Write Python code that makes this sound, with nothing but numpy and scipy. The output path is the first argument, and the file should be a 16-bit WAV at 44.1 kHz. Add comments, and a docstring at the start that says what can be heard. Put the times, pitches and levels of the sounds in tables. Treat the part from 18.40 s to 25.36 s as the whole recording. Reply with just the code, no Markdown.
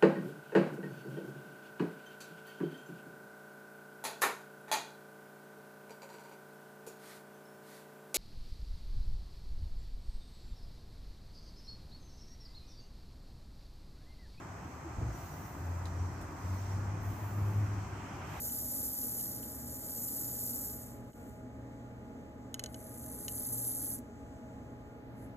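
"""Steam hisses from under a hot branding iron pressed on a damp wooden board in a workshop.
Water boils in long surges: turbulent steam and bursting bubbles excite the resonances of the gap,
which shift as the iron settles and again when it is rocked. Drops spit and the wood simmers.
Slips of the iron set the metal ticking, and the board knocks under the shifting weight.
A fan and a mains hum drone behind, dipping once for an instant."""
import sys
import numpy as np
from scipy import signal
from scipy.fft import rfft, irfft
from scipy.io import wavfile
from scipy.ndimage import uniform_filter1d, map_coordinates

SR = 44100
rng = np.random.default_rng(int(sys.argv[2]) if len(sys.argv) > 2 else 0)


def unload_audio(sound):
    """Save the sound as a 16-bit wav file, at the path given as the first command line argument."""
    columns = np.transpose(np.atleast_2d(sound))
    # keep every value between -1 and 1, then stretch to whole-number steps
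    steps = np.round(np.clip(columns, -1, 1) * 32767)
    wavfile.write(sys.argv[1], SR, steps.astype(np.int16))


N = 306936
TIME = np.arange(N) / SR
FREQ = np.maximum(np.arange(N // 2 + 1) * SR / N, 1)

# left-right coherence of room sound and of sound near the iron: (frequency [Hz], coherence [0-1])
ROOM_COHERENCE = [(30, 0.77), (280, 0.97), (650, 0.69), (1100, 0), (1500, 0.2), (2000, 0.68), (2600, 0.93),
                  (4000, 0.21), (6800, 1), (11000, 0.98), (15000, 1)]
NEAR_COHERENCE = [(3000, 0.8), (6000, 0.97), (7000, 1), (8300, 0.41), (9600, 1), (11000, 0.97),
                  (12400, 0.9), (13700, 0.99), (15000, 0.99)]
# resonances of the steam gap under the rocked iron: (frequency [Hz], width [Hz], gain [dB])
ROCKED_GAP = [(4460, 600, -21.5), (6190, 610, -14), (6930, 470, -13), (7350, 390, -11), (8340, 630, -8),
              (8700, 830, -18), (10900, 250, 6.5), (10830, 720, 0), (11840, 900, -4), (13000, 570, -3),
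              (14350, 330, -1), (15500, 330, -10)]


def undb(db):
    """Decibels to amplitude ratio."""
    return 10 ** (np.asarray(db) / 20)


def across(rows):
    """Interpolation of (frequency [Hz], value) rows on a logarithmic frequency axis."""
    hz, value = np.transpose(rows)
    return np.interp(np.log(FREQ), np.log(hz), value)


def resonances(rows):
    """Incoherent summation: the gain of steep resonances whose powers add."""
    powers = (undb(db) ** 2 / (1 + 2 * ((FREQ - hz) / width) ** 2) ** 2 for hz, width, db in rows)
    return np.sqrt(sum(powers))


def colour(x, gain):
    """Linear filtering: each frequency is multiplied by its gain."""
    return irfft(rfft(x) * gain, N)


def unit(pair):
    """Normalisation of a stereo pair so that the mean of its sides has rms 1."""
    return pair / np.std(pair.mean(axis=0))


def walk(rate):
    """Random modulation of unit spread: levels held for 1 / rate seconds and smoothed twice."""
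    hold = max(int(SR / rate), 2)
    steps = np.repeat(rng.standard_normal(N // hold + 1), hold)
    smooth = uniform_filter1d(uniform_filter1d(steps, hold), hold)[:N]
    return smooth / smooth.std()


def place(events):
    """Superposition of (time [s], sound) events."""
    out = np.zeros(N)
    for s, sound in events:
        start = int(s * SR)
        out[start:start + len(sound)] += sound[:N - start]
    return out


def stereo(common, apart, coherence, phase=None):
    """Partial coherence: one signal is shared, one has opposite signs, and the sides differ in phase."""
    # usual phase between the sides: (frequency [Hz], lead of the left [rad])
    usual_phase = [(20, 0), (620, 0), (860, -1.3), (1640, .6), (2400, 3.0), (5400, 3.25), (6200, 6.25),
                   (7490, 6.3), (9080, 9.35), (10200, 9.5), (11800, 12.55), (13000, 12.6), (14500, 15.7)]
    lead = across(usual_phase if phase is None else phase)
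    alike = np.clip(across(coherence), 0, 1)
    sign = np.array([[1], [-1]])
    pair = rfft(common) * np.sqrt((1 + alike) / 2) + sign * rfft(apart) * np.sqrt((1 - alike) / 2)
    return irfft(pair * np.exp(.5j * sign * lead), N)


def scatter(x, t60):
    """Diffuse reflection: convolution with an exponentially fading noise tail of unit energy."""
    t = TIME[:SR // 4]
    tail = rng.standard_normal(len(t)) * undb(-60 * t / t60)
    return signal.fftconvolve(x, tail / np.linalg.norm(tail))[:N]


def ring(modes, tilt_db_per_octave=0, stretch=1, vary_db=1.5):
    """Free vibration: a sum of damped modes, weighted a little differently by each point of contact."""
    t = TIME[:SR // 4]
    top_db = max(db + tilt_db_per_octave * np.log2(hz) for hz, db, _ in modes)
    out = 0
    for hz, db, t60 in modes:
        start_db = db + vary_db * rng.uniform(-1, 1) + tilt_db_per_octave * np.log2(hz) - top_db
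        out += undb(start_db - 60 * t / (t60 * stretch)) * np.sin(2 * np.pi * (hz * t + rng.random()))
    return out


def dip(at_s=2.727, depth_db=-17, fall_s=0.011, recover_s=0.018):
    """Amplitude envelope of the drone: the level dips briefly and recovers."""
    after = TIME - at_s
    return undb(depth_db * np.exp(-np.maximum(-after / fall_s, after / recover_s)))


def fan(air_db=-51, housing_db=-52):
    """Broadband and tonal fan noise: turbulent air, a resonant housing, mains hum and motor whine."""
    # spectrum of the rushing air: (frequency [Hz], relative spectral density [dB])
    air_spectrum = [(25, -18.5), (45, -7), (72, 3), (100, -2.5), (155, -7.5), (260, -2), (370, -13.5),
                    (600, -12), (760, -16.5), (1200, -23), (2200, -27), (3400, -37.5), (7500, -45.5),
                    (15000, -45)]
    # resonances of the housing: (frequency [Hz], width [Hz], gain [dB])
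    housing_modes = [(121.5, 6, -7), (194.7, 16, -7), (237, 18.2, 0.5), (255.2, 10.8, -0.5),
                     (272.8, 16, -0.5), (318.8, 21, -7.5), (416, 27.3, -9), (468.3, 24, -9), (548, 17, -11),
                     (637.7, 24, -8), (1226, 26.6, -17), (1418, 9.4, -17.5)]
    # mains hum and motor whine: (frequency [Hz], level [dB], wobble [dB])
    motor_tones = [(120, -55.8, 2.2), (835.6, -59.8, .5)]
    air, housing = (stereo(*rng.standard_normal((2, N)), ROOM_COHERENCE) for _ in range(2))
    air = undb(air_db + 0.5 * walk(6.6)) * unit(colour(air, undb(across(air_spectrum))))
    housing = undb(housing_db) * unit(colour(housing, resonances(housing_modes)))
    hum = 0
    for hz, db, wobble_db in motor_tones:
        amplitude = np.sqrt(2) * undb(db + wobble_db * walk(8.5))
        hum += amplitude * np.sin(2 * np.pi * hz * TIME + 0.16 * walk(3.2))
    return (air + housing + stereo(hum, np.zeros(N), ROOM_COHERENCE)) * dip()


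def board_knocks():
    """Impulse response: the shifting weight jolts the board's modes, and bench reflections smear them."""
    # jolts of the board: (time [s], level [dB])
    jolts = [(4.221, -50), (4.239, -42.5), (4.278, -49), (4.344, -48), (4.401, -51)]
    # modes of the board: (frequency [Hz], relative level [dB], t60 [s])
    board_modes = [(468, -11, 0.046), (595, -3, 0.051), (630, -5, 0.073), (700, -7, 0.028),
                   (1490, -12, 0.035), (2090, -11, 0.05)]
    knocks = place((s, undb(db) * ring(board_modes)) for s, db in jolts)
    return stereo(scatter(knocks, t60=0.12), np.zeros(N), ROOM_COHERENCE)


def iron_ticks(linger_db=-27, room_db=-20):
    """Stick-slip excitation: each slip snaps, cracks, rasps the wood fibres and rings the metal."""
    # slips of the iron: (time [s], level [dB], brightness [dB/octave], relative grit [dB])
    slips = [(0.0973, -53, -6, 0), (0.631, -57, -5, 5), (0.7999, -53.5, -7.5, -2), (1.03, -55, -6, 4),
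             (2.7322, -64, -5, 0), (4.1428, -33, -1.5, 0), (4.1946, -33.5, -2, 0), (4.2390, -35.5, 0, 1.5),
             (4.2607, -40.5, -2.5, 0), (4.3440, -43, -1, 1), (4.8815, -36, -1.5, 3)]
    # modes of the plate and its stem: (frequency [Hz], relative level [dB], t60 [s])
    iron_modes = [(1480, -18, .018), (2126, -18, .02), (2990, -9, .026), (3420, -15, .012),
                  (4010, -10, .024), (4310, -7, .016), (5990, -9, .011), (6621, 0, .022), (7100, -7, .009),
                  (8274, -7, .014), (8950, -7.5, .028), (9600, -5, .008), (10220, 0, .012),
                  (11900, -11, .011), (13700, -18, .016)]
    # phase of the ringing plate between the sides: (frequency [Hz], lead of the left [rad])
    iron_phase = [(1800, 0), (2400, 2.8), (2750, 0), (3100, 0), (3600, 1.8), (4400, 2), (5000, 3.2),
                  (6100, 5.7), (6700, 5.6), (7200, 6.5), (9000, 8.6), (10200, 9.8), (11700, 12),
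                  (13000, 13), (14700, 15.7)]
    t = TIME[:SR // 4]

    def burst(band_hz, db, t60, lag_s=0):
        """Band-limited noise with exponential decay."""
        band = signal.butter(3, band_hz, "band", fs=SR, output="sos")
        envelope = (t >= lag_s) * undb(db - 60 * (t - lag_s) / t60)
        return signal.sosfilt(band, rng.standard_normal(len(t)) * envelope)

    def tick(brightness, grit_db):
        """Modal ringing plus contact noise; a duller slip also has a weaker snap and crack."""
        metal = ring(iron_modes, brightness) + undb(linger_db) * ring(iron_modes, brightness, stretch=4)
        snap = burst((1200, 15500), db=-1, t60=.004)
        crack = burst((5500, 10500), db=1, t60=.012)
        rasp = burst((1800, 5600), db=0, t60=.021, lag_s=.001)
        return metal + undb(grit_db) * (undb(brightness) * (snap + crack) + rasp)

    direct = place((s, undb(db) * tick(brightness, grit_db)) for s, db, brightness, grit_db in slips)
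    in_room = direct + undb(room_db) * scatter(direct, t60=.2)
    return stereo(in_room, scatter(direct, t60=.005), NEAR_COHERENCE, iron_phase)


def spitting_drops(t60=0.0055, gap_db=-2, snap_hz=5500):
    """Flash evaporation: single drops excite the gap, and part of their high snap radiates directly."""
    # drops at the edge of the plate: (time [s], level [dB], relative level of the direct snap [dB])
    drops = [(1.8605, -32, -22), (1.8995, -34, -22), (2.0688, -31, -22), (5.5385, -30, -20),
             (5.5820, -35, -11), (5.5885, -36, -7), (5.6020, -44, -18)]
    t = TIME[:SR // 50]
    flashes = [(s, rng.standard_normal(len(t)) * undb(db - 60 * t / t60), snap_db)
               for s, db, snap_db in drops]
    spits = place((s, flash) for s, flash, _ in flashes)
    snaps = place((s, undb(snap_db) * flash) for s, flash, snap_db in flashes)
    in_gap = colour(stereo(spits, scatter(spits, t60=.005), NEAR_COHERENCE), resonances(ROCKED_GAP))
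    highpass = signal.butter(4, snap_hz, "high", fs=SR, output="sos")
    return undb(gap_db) * in_gap + signal.sosfilt(highpass, snaps)


def steam_flow(build_power=0.97, die_power=1.6):
    """Power addition of boiling surges: gives their joint flow (a gain) and the share due to bubbles."""
    # surges: (start [s], build-up [s], hold [s], die-away [s], level [dB], bubble share [0-1])
    surges = [(-.4, 0.26, 0.95, 0.76, -40.5, 0.1), (0.978, 0.62, 0.65, 0.41, -41, 0.33),
              (2.487, 0.32, 0.1, 0.21, -63, 0.8), (4.188, 0.47, 0.26, 0.88, -48, 0.8),
              (4.7, 0.404, 0.438, 0.075, -41, 0.24), (5.168, 0.11, 0.035, 0.062, -43.5, 0.3),
              (6.738, 0.057, 0.053, 0.089, -64, 0.5)]
    power, bubble_power = 1e-18, 0
    for start, build, hold, die, db, share in surges:
        rise = np.clip((TIME - start) / build, 0, 1) ** build_power
        fall = np.clip(1 - (TIME - start - build - hold) / die, 0, 1) ** die_power
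        surge = (undb(db) * rise * fall) ** 2
        power += surge
        bubble_power += share * surge
    return np.sqrt(power), np.clip(bubble_power / power, 0, 1)


def simmer(flow, rest_db=-79, hot_db=-72, cool_s=0.36, dry_from_s=6.47, drying_s=0.22):
    """Thermal lag: damp wood stores the heat of the surges and seethes between them until it is dry."""
    retained = np.exp(-1 / (cool_s * SR))
    heat = signal.lfilter([1 - retained], [1, -retained], flow / flow.max())
    moisture = np.clip(1 - (TIME - dry_from_s) / drying_s, 0, 1)
    noise = stereo(*rng.standard_normal((2, N)), NEAR_COHERENCE)
    seething = unit(colour(noise, resonances([(7000, 2200, 0)])))
    return seething * moisture * np.hypot(undb(rest_db), undb(hot_db) * heat) * undb(1.3 * walk(12))


def bubble_bursts(per_s, spread_db):
    """Shot noise of rms 1: bubbles burst at random moments, most small and a few large."""
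    sizes = undb(spread_db * np.minimum(rng.exponential(size=N), 4))
    impulses = (rng.random(N) < per_s / SR) * sizes * rng.choice([-1, 1], N)
    return impulses / impulses.std()


def rim_crackle(flow, per_s=140, spread_db=3, full_flow_db=-72):
    """Bubble resonance: bigger bubbles at the rim crackle below the hiss, in proportion to the flow."""
    # pitches of the rim bubbles: (frequency [Hz], width [Hz], gain [dB])
    rim_bands = [(3150, 300, -6), (3900, 450, -3), (4600, 500, 0), (5250, 400, 2)]
    bubbles = stereo(bubble_bursts(per_s, spread_db), bubble_bursts(per_s, spread_db), NEAR_COHERENCE)
    return unit(colour(bubbles, resonances(rim_bands))) * flow / flow.max() * undb(full_flow_db)


def blowing(flow, full_flow_db=-69.5, flow_power=0.51, gurgle_db=1.2):
    """Jet noise: steam leaves the edge in soft, uneven spurts that grow as a power of the flow."""
    # broad peaks of the jet: (frequency [Hz], width [Hz], gain [dB])
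    jet_bands = [(1340, 940, 5), (3650, 1800, -9)]
    noise = stereo(*rng.standard_normal((2, N)), ROOM_COHERENCE)
    jet = unit(colour(noise, resonances(jet_bands)))
    return jet * (flow / flow.max()) ** flow_power * undb(full_flow_db + gurgle_db * walk(16))


def boiling(bubble_share, pops_per_s=40, pop_db=10, pop_spread_db=2.5):
    """Broadband excitation: turbulent steam and bubbles share the power, with sharper pops on top."""
    popping = rng.random(N) < pops_per_s / SR
    pops = popping * undb(pop_db + pop_spread_db * np.minimum(rng.exponential(size=N), 2.5))
    bubbles = np.sqrt(bubble_share) * bubble_bursts(per_s=2100, spread_db=2.0)
    steam = np.sqrt(1 - bubble_share) * rng.standard_normal(N)
    return bubbles + steam + pops


def steam_hiss(flow, bubble_share, settle_s=0.96, settling_s=0.63, rocked_s=4.2,
               pitch_drift=.004, treble_hz=9060, treble_power=0.33, sputter_db=0.6, bench_db=-24):
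    """Cavity resonance: the gap filters the boiling, and its peaks shift as the iron settles or rocks."""
    # resonances of the gap at first and once settled: (frequency [Hz], width [Hz], gain [dB])
    first_gap = [(5160, 1500, -17), (5800, 310, -13), (7080, 610, -7), (8080, 380, -10), (8730, 470, -6.5),
                 (10550, 510, 2.5), (11300, 750, -3), (12000, 400, 0), (12700, 500, -1), (12900, 180, -5),
                 (14040, 330, 1)]
    settled_gap = [(5220, 1260, -17.5), (5830, 300, -15.5), (6790, 300, -8.5), (7200, 450, -7),
                   (8090, 380, -5.5), (8730, 240, -7), (10650, 390, 2), (11430, 1000, -3.5),
                   (12140, 275, 3), (12700, 480, -6), (13300, 600, -4.5), (14050, 370, -0.5)]
    # uneven escape of the steam: (rate [1/s], spread [dB])
    puffs = [(450, 1.0), (90, .55), (14, .5)]
    source = stereo(boiling(bubble_share), boiling(bubble_share), NEAR_COHERENCE)
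    first, settled, rocked = (unit(colour(source, resonances(gap)))
                              for gap in (first_gap, settled_gap, ROCKED_GAP))
    sunk = np.clip((TIME - settle_s) / settling_s, 0, 1)
    shaped = np.where(TIME < rocked_s, first + sunk * (settled - first), rocked)
    # the pitch drifts as the hand sways
    positions = np.arange(N) + np.cumsum(pitch_drift * walk(2.5))
    swayed = np.array([map_coordinates(side, [positions], order=3, mode="mirror") for side in shaped])
    treble = colour(swayed, FREQ > treble_hz)
    body = (swayed - treble) * undb(sputter_db * walk(45))
    brightness = (flow / flow.max()) ** treble_power  # weak steam is duller
    puffing = undb(sum(db * walk(rate) for rate, db in puffs))
    hiss = (body + treble * brightness) * flow * puffing
    return hiss + undb(bench_db) * np.array([scatter(side, t60=0.15) for side in hiss])


def scene():
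    """Superposition: four sounds driven by one steam flow, the ticks, knocks and spits, and the fan."""
    flow, bubble_share = steam_flow()
    steam = steam_hiss(flow, bubble_share) + blowing(flow) + rim_crackle(flow) + simmer(flow)
    return steam + iron_ticks() + board_knocks() + spitting_drops() + fan()


def record(dry):
    """Band limiting: a steep elliptic low-pass removes the highest treble."""
    return signal.sosfilt(signal.ellip(12, .2, 80, 15650, fs=SR, output="sos"), dry)


dry = scene()
out = record(dry)
unload_audio(out)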